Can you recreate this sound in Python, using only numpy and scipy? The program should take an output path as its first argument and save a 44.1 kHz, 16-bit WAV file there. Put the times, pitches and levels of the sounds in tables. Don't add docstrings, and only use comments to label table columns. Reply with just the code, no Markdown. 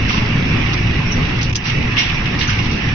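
import sys
import numpy as np
from scipy import signal
from scipy.fft import rfft, irfft
from scipy.io import wavfile
from scipy.ndimage import uniform_filter1d

SR = 44100
rng = np.random.default_rng(int(sys.argv[2]) if len(sys.argv) > 2 else 0)


def generate_wav(sig):
    pcm = np.round(np.clip(np.atleast_2d(sig).T, -1, 1) * 32767).astype(np.int16)
    wavfile.write(sys.argv[1], SR, pcm)


N = 129654
TIME = np.arange(N) / SR
EVENT_TIME = np.arange(SR // 2) / SR

# frequency_hz, t60_s
HALL_DECAY = [(200, 0.81), (2000, 0.15), (6500, 0.14)]
# frequency_hz, density_db
RUMBLE_SPECTRUM = [(12, -1), (26, -1.5), (50, 1.5), (80, 1.5), (135, 1.5), (165, 2), (205, -4), (280, -7),
                   (400, -13.5), (600, -22.5), (1200, -42)]
# frequency_hz, correlation
RUMBLE_LIKENESS = [(60, .998), (130, .99), (220, .93), (330, .8), (520, .3)]
ROAR_LIKENESS = [(300, 0.05), (600, -0.72), (850, .2), (1250, 0.49), (1860, -0.14), (2860, -0.31),
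                 (4400, 0.2), (6700, .3)]
# time_s, level_db
DEEP_SWELL = [(0, 1), (.3, 0), (.52, -2.5), (.65, -0.5), (.8, -2), (.9, 3.5), (1.0, -2.5), (1.2, 0.5),
              (1.3, -4.5), (1.55, 2.5), (1.69, -5), (1.79, 1.5), (1.94, 0), (2.02, -7.5), (2.17, -2),
              (2.26, 2.5), (2.34, -5.5), (2.44, -0.5), (2.56, -5), (2.67, 3.5), (2.81, -6), (2.92, 3)]
UPPER_BASS_SWELL = [(0.04, -23), (0.6, -20), (0.65, -29), (0.69, -22), (0.71, -24.5), (1.02, -21),
                    (1.05, -25), (1.22, -18), (1.25, -24), (1.37, -22), (1.4, -25.5), (1.5, -20.5),
                    (1.7, -28.5), (1.8, -17), (1.83, -21.5), (2.13, -26.5), (2.37, -21), (2.5, -26.5),
                    (2.78, -19.5), (2.82, -27.5), (2.85, -21.5), (2.91, -24)]
ROAR_SWELL = [(0, -1), (.7, 0.44), (.9, -1.5), (1.35, 0), (1.72, 0), (1.8, -1), (1.93, 1), (2.05, 1),
              (2.2, 0.5), (2.6, 0.3), (2.75, -0.5), (2.94, 1)]
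DRIVE_SWELL = [(1.66, -46), (1.72, -1), (1.8, -4), (1.93, 1), (1.99, -49)]
# pitch_hz, level_db, wander_hz
MOTOR_TONES = [(112.1, -24.5, 2.13), (239, -32, 1.32), (733.5, -49.5, 2), (860, -56.5, 3), (2638, -39, 2.5),
               (4600, -55.5, 8.5)]
# frequency_hz, density_db
ROAR_LEFT_SPECTRUM = [(200, -19.5), (550, 2), (750, 2.5), (1100, 3), (1500, 3.5), (1850, 7), (2600, 0),
                      (3200, -1), (4300, -8), (5500, -5), (6300, -16)]
ROAR_RIGHT_SPECTRUM = [(200, -23.5), (550, 1.5), (750, 3), (1050, 6), (1450, 1.5), (1850, 9.5),
                       (2250, 11.5), (2800, 11), (3200, 1), (3800, -1.5), (4400, -11.5), (5600, -3),
                       (6300, -18)]
# frequency_hz, density_db
CLATTER_SPECTRUM = [(500, -42), (1400, -12), (1900, -4), (2700, 3), (3500, -2.5), (4500, -13), (5600, -10),
                    (6300, -18.5), (7000, -45.5)]
AIR_SPECTRUM = [(1000, -18), (2500, -4.5), (3600, 3.5), (4400, 5), (5200, 4), (5800, 7), (6300, -12),
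                (7000, -39)]
SNAP_SPECTRUM = [(1000, -24), (2300, -8.5), (3000, 2), (4200, -8), (4800, 2), (5300, 1.5), (5800, 1.5),
                 (6400, 2.5), (7300, -33)]
# start_s, swell_s, level_db, release_t60_s, pitch_hz, width_hz
SLIDE_SQUEAKS = [(1.048, 0.034, -31.5, .12, 5470, 350), (1.107, 0.02, -24, 0.12, 5700, 520),
                 (2.47, 0.013, -28, 0.21, 6070, 69.3), (2.474, .025, -31, .16, 5100, 69.6)]
# start_s, level_db, pitch_hz
BUNDLE_KNOCKS = [(.1, -22, 1190), (0.142, -18.5, 1100), (.172, -23, 1160), (0.73, -23, 1300),
                 (2.484, -18, 1370), (2.591, -21, 1040)]
# start_s, hold_s, level_db, release_t60_s
AIR_PUFFS = [(0.08, 0.1, -30, 0.14), (0.731, 0.011, -26, 0.05), (1.411, 0.036, -25, 0.14),
             (1.539, 0.009, -22, .05), (1.64, 0.048, -27.5, 0.29), (1.979, 0.024, -30, 0.39),
             (2.388, 0.048, -25, 0.19), (2.476, 0.024, -31, 0.75), (2.623, 0.048, -34.5, 0.15),
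             (2.71, 0.01, -29.5, 0.46)]
# pitch_hz, level_db
DRIVE_TONES = [(2020, -37.5), (2280, -38), (2630, -32), (2780, -45.5)]
# pitch_hz, level_db, t60_s
FRAME_MODES = [(1105, -14, 0.085), (1766, -1.5, .12), (1940, -6, 0.21), (2158, 3, 0.16), (2400, -5.5, .08),
               (2606, 1, 0.12), (2624, 1, 0.054), (2826, 1.5, 0.2), (3065, -5, 0.2), (3370, -11.5, .16)]
BAR_MODES = [(3478, 0, .09), (3946, -6, .13), (4900, -4, .12), (5130, -1.5, .13), (5470, 0, .12),
             (5733, -2, .14), (6090, -9, .14)]
LATCH_MODES = [(3570, -8, 0.069), (3860, 4, 0.067), (4300, -3, .07)]
VALVE_MODES = [(2900, -2, .04), (3480, -1, .04), (4100, -5, .03), (4850, -1, .04), (5850, 0, .045)]
# start_s, level_db, clatter_t60_s, right_minus_left_db
FRAME_CLACKS = [(.091, -21, 0.36, 5), (.168, -24, 0.21, 7), (1.653, -22, 0.2, 3), (1.697, -20, .1, 6),
                (1.967, -15.5, 0.084, -1), (1.977, -14, 0.51, 5), (1.999, -24.5, 0.22, 1),
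                (2.096, -22.5, 0.066, 12), (2.255, -21.5, .15, 6.5), (2.408, -17.5, 0.23, 12),
                (2.493, -20, 0.17, 10), (2.506, -23, 0.065, 31), (2.587, -21.5, .08, 9)]
# start_s, level_db
BAR_BLOWS = [(1.665, -26), (1.985, -16), (2.006, -22), (2.142, -29.5), (2.585, -29)]
# start_s, level_db, t60_s
VALVE_SNAPS = [(1.414, -38, .025), (1.4305, -18.5, 0.027), (1.497, -30, .03), (1.529, -24, 0.037),
               (1.5552, -10, 0.071), (1.564, -13, 0.043), (2.421, -31, .03)]
# time_s, level_db
LEVEL_DIP = [(1.39, 0), (1.44, -3), (1.51, -3), (1.555, -5.5), (1.62, -6), (1.68, -1), (1.74, -1)]
# centre_s, half_width_s, depth_db
TREBLE_GAPS = [(1.522, 0.0032, -17), (1.544, 0.0032, -43)]


def amp(db):
    return 10 ** (np.asarray(db) / 20)


def unit(x):
    return x / np.sqrt(np.mean(x ** 2) + 1e-20)


def at_hz(points, hz):
    point_hz, value = np.transpose(points)
    return np.interp(np.log(hz + 1), np.log(point_hz + 1), value)


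def level(points):
    return amp(np.interp(TIME, *np.transpose(points)))


def pan(right_db):
    return unit(amp([[-right_db / 2], [right_db / 2]]))


def add(mix, start_s, sound):
    part = mix[:, max(round(start_s * SR), 0):][:, :sound.shape[1]]
    part += sound[:, :part.shape[1]]


def rise(rise_s=0.0031):
    return np.minimum(EVENT_TIME / rise_s, 1)


def decay(t, t60, hold_s=0):
    return np.exp(-np.log(1000) * np.maximum(t - hold_s, 0) / t60)


def lowpass(x, hz):
    kernel = signal.firwin(401, hz, window=("kaiser", 9), fs=SR)
    return signal.oaconvolve(x, kernel[None], "same", axes=1)


def drift(hz):
    shape = np.exp(-(np.fft.rfftfreq(N, 1 / SR) / hz) ** 2)
    return unit(irfft(rfft(rng.standard_normal(N)) * shape, N))


def coloured(spectrum, size=SR // 2):
    shape = amp(at_hz(spectrum, np.fft.rfftfreq(size, 1 / SR)))
    return unit(irfft(rfft(rng.standard_normal((2, size))) * shape, size))


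def fuzzy_tone(hz, width_hz, size=SR // 2):
    shape = 1 / (1 + ((np.fft.rfftfreq(size, 1 / SR) - hz) / width_hz) ** 2) ** 2
    return unit(irfft(rfft(rng.standard_normal((2, size))) * shape, size))


def ring(modes, lag_turns=0.16):
    sound = 0
    for hz, db, t60 in modes:
        turns = hz * EVENT_TIME + rng.random() + lag_turns * rng.standard_normal((2, 1))
        sound += amp(db) * decay(EVENT_TIME, t60) * np.sin(2 * np.pi * turns)
    return sound / np.sqrt(sum(amp(db) ** 2 for _, db, _ in modes) / 2)


def wash(left_spectrum, right_spectrum, likeness, patch_db, flicker_db, size):
    hop, hz = size // 4, np.fft.rfftfreq(size, 1 / SR)
    frames = N // hop + 5
    left_re, left_im, apart_re, apart_im, patches = rng.standard_normal((5, frames, len(hz)))
    patches = unit(uniform_filter1d(uniform_filter1d(patches, size=8, axis=0), size=7, axis=1))
    correlation = np.clip(at_hz(likeness, hz), -1, 1)
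    left = left_re + 1j * left_im
    right = correlation * left + np.sqrt(1 - correlation ** 2) * (apart_re + 1j * apart_im)
    spectra = np.array([left * amp(at_hz(left_spectrum, hz)), right * amp(at_hz(right_spectrum, hz))])
    spectra *= amp(patch_db * patches + flicker_db * rng.standard_normal((frames, 1)))
    sound = signal.istft(spectra.swapaxes(1, 2), nperseg=size, noverlap=size - hop)[1][:, :N]
    return np.array([unit(side) for side in sound])


def hall(sound, level_db=-12.5):
    hz, t, noise = signal.stft(rng.standard_normal((2, SR)), SR, nperseg=256)
    tail = signal.istft(noise * decay(t, at_hz(HALL_DECAY, hz)[:, None]), SR)[1]
    return amp(level_db) * signal.fftconvolve(sound, tail / np.linalg.norm(tail[0]), axes=1)[:, :N]


def rumble(deep_db=-17, upper_db=0.42, split_hz=138.7):
    noise = wash(RUMBLE_SPECTRUM, RUMBLE_SPECTRUM, RUMBLE_LIKENESS, patch_db=1, flicker_db=0, size=4096)
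    deep = irfft(rfft(noise) / (1 + (np.fft.rfftfreq(N, 1 / SR) / split_hz) ** 20), N)
    upper = unit(noise - deep)
    return amp(deep_db) * level(DEEP_SWELL) * deep + amp(upper_db) * level(UPPER_BASS_SWELL) * upper


def whine(hz, wander_hz, waver_db, rate_hz):
    turns = np.cumsum(hz + wander_hz * drift(rate_hz)) / SR
    return unit(amp(waver_db * drift(rate_hz)) * np.sin(2 * np.pi * turns))


def motors(hum_below_hz=300):
    out = np.zeros(N)
    for hz, db, wander_hz in MOTOR_TONES:
        swell = level(DEEP_SWELL) if hz < hum_below_hz else 1
        out += amp(db) * swell * whine(hz, wander_hz, waver_db=2, rate_hz=6)
    return out


def roller_rattle(rollers=10, taps_per_s=120, spread_db=4.5, t60_s=0.027):
    out, size = np.zeros((2, N)), SR // 20
    for _ in range(rollers):
        strikes = rng.random(N) < taps_per_s / rollers / SR
        force = amp(spread_db * np.minimum(rng.exponential(1, N), 3))
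        tap = coloured(CLATTER_SPECTRUM)[:, :size] * decay(TIME[:size], t60_s)
        out += signal.oaconvolve((strikes * force)[None], tap, axes=1)[:, :N]
    return unit(out)


def roller_rings(rings_per_s=70, low_hz=1857, high_hz=2967, spread_db=6, t60_s=0.12):
    out, t = np.zeros((2, N)), TIME[:SR // 8]
    for when, pitch, force in rng.random((round(rings_per_s * N / SR), 3)):
        hz = low_hz + pitch * (high_hz - low_hz)
        tone = np.sin(2 * np.pi * (hz * t + rng.random((2, 1))))
        add(out, when * N / SR, amp(spread_db * force) * decay(t, t60_s) * tone)
    return unit(out)


def conveyor(left_db=-25.5, right_db=-21, rattle_db=-35.5, rings_db=-31):
    roar = wash(ROAR_LEFT_SPECTRUM, ROAR_RIGHT_SPECTRUM, ROAR_LIKENESS,
                patch_db=2, flicker_db=0.34, size=1024)
    rollers = amp(rattle_db) * roller_rattle() + amp(rings_db) * roller_rings()
    return level(ROAR_SWELL) * (amp([[left_db], [right_db]]) * roar + pan(right_db=7) * rollers)


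def squeaks():
    out = np.zeros((2, N))
    for start_s, swell_s, db, t60, hz, width_hz in SLIDE_SQUEAKS:
        envelope = rise(swell_s) * decay(EVENT_TIME, t60, hold_s=swell_s)
        add(out, start_s, amp(db) * envelope * fuzzy_tone(hz, width_hz))
    return out


def bundle_knocks(width_hz=390, t60_s=0.12):
    out = np.zeros((2, N))
    for start_s, db, hz in BUNDLE_KNOCKS:
        add(out, start_s, amp(db) * fuzzy_tone(hz, width_hz) * rise() * decay(EVENT_TIME, t60_s))
    return out


def air_puffs(rise_s=0.0017):
    out = np.zeros((2, N))
    for start_s, hold_s, db, t60 in AIR_PUFFS:
        envelope = rise(rise_s) * decay(EVENT_TIME, t60, hold_s)
        add(out, start_s, amp(db) * pan(right_db=2.5) * envelope * coloured(AIR_SPECTRUM))
    return out


def press_drive():
    tones = sum(amp(db) * whine(hz, wander_hz=9, waver_db=3, rate_hz=18) for hz, db in DRIVE_TONES)
    return pan(right_db=7) * level(DRIVE_SWELL) * tones


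def frame_clacks(clatter_db=1.5, ring_db=2):
    out = np.zeros((2, N))
    for start_s, db, t60, right_db in FRAME_CLACKS:
        clatter = amp(clatter_db) * coloured(CLATTER_SPECTRUM) * decay(EVENT_TIME, t60)
        frame = amp(ring_db) * ring(FRAME_MODES, lag_turns=0.35)
        add(out, start_s, amp(db) * pan(right_db) * rise() * (clatter + frame))
    return out


def press_bar(latch_s=2.413, latch_db=-19.5):
    out = np.zeros((2, N))
    for start_s, db in BAR_BLOWS:
        add(out, start_s, amp(db) * rise() * ring(BAR_MODES))
    add(out, latch_s, amp(latch_db) * ring(LATCH_MODES))
    return out


def snaps(valve_db=-5):
    out = np.zeros((2, N))
    for start_s, db, t60 in VALVE_SNAPS:
        crack = coloured(SNAP_SPECTRUM) * decay(EVENT_TIME, t60)
        valve = amp(valve_db) * ring(VALVE_MODES, lag_turns=0.054)
        add(out, start_s, amp(db) * pan(right_db=2.5) * (crack + valve))
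    return out


def scene():
    machine = frame_clacks() + press_bar() + bundle_knocks() + air_puffs() + squeaks()
    body = rumble() + motors() + press_drive() + conveyor() + machine + hall(machine)
    return lowpass(body, hz=6350) + snaps()


def record(dry, treble_above_hz=650, ceiling=0.95):
    dipped = dry * level(LEVEL_DIP)
    bass = irfft(rfft(dipped) / (1 + (np.fft.rfftfreq(N, 1 / SR) / treble_above_hz) ** 4), N)
    gaps_db = sum(db * np.exp(-((TIME - centre_s) / width_s) ** 2)
                  for centre_s, width_s, db in TREBLE_GAPS)
    gapped = bass + amp(gaps_db) * (dipped - bass)
    rounded = gapped / (1 + (gapped / ceiling) ** 8) ** (1 / 8)
    return lowpass(rounded, hz=7400)


dry = scene()
out = record(dry)
generate_wav(out)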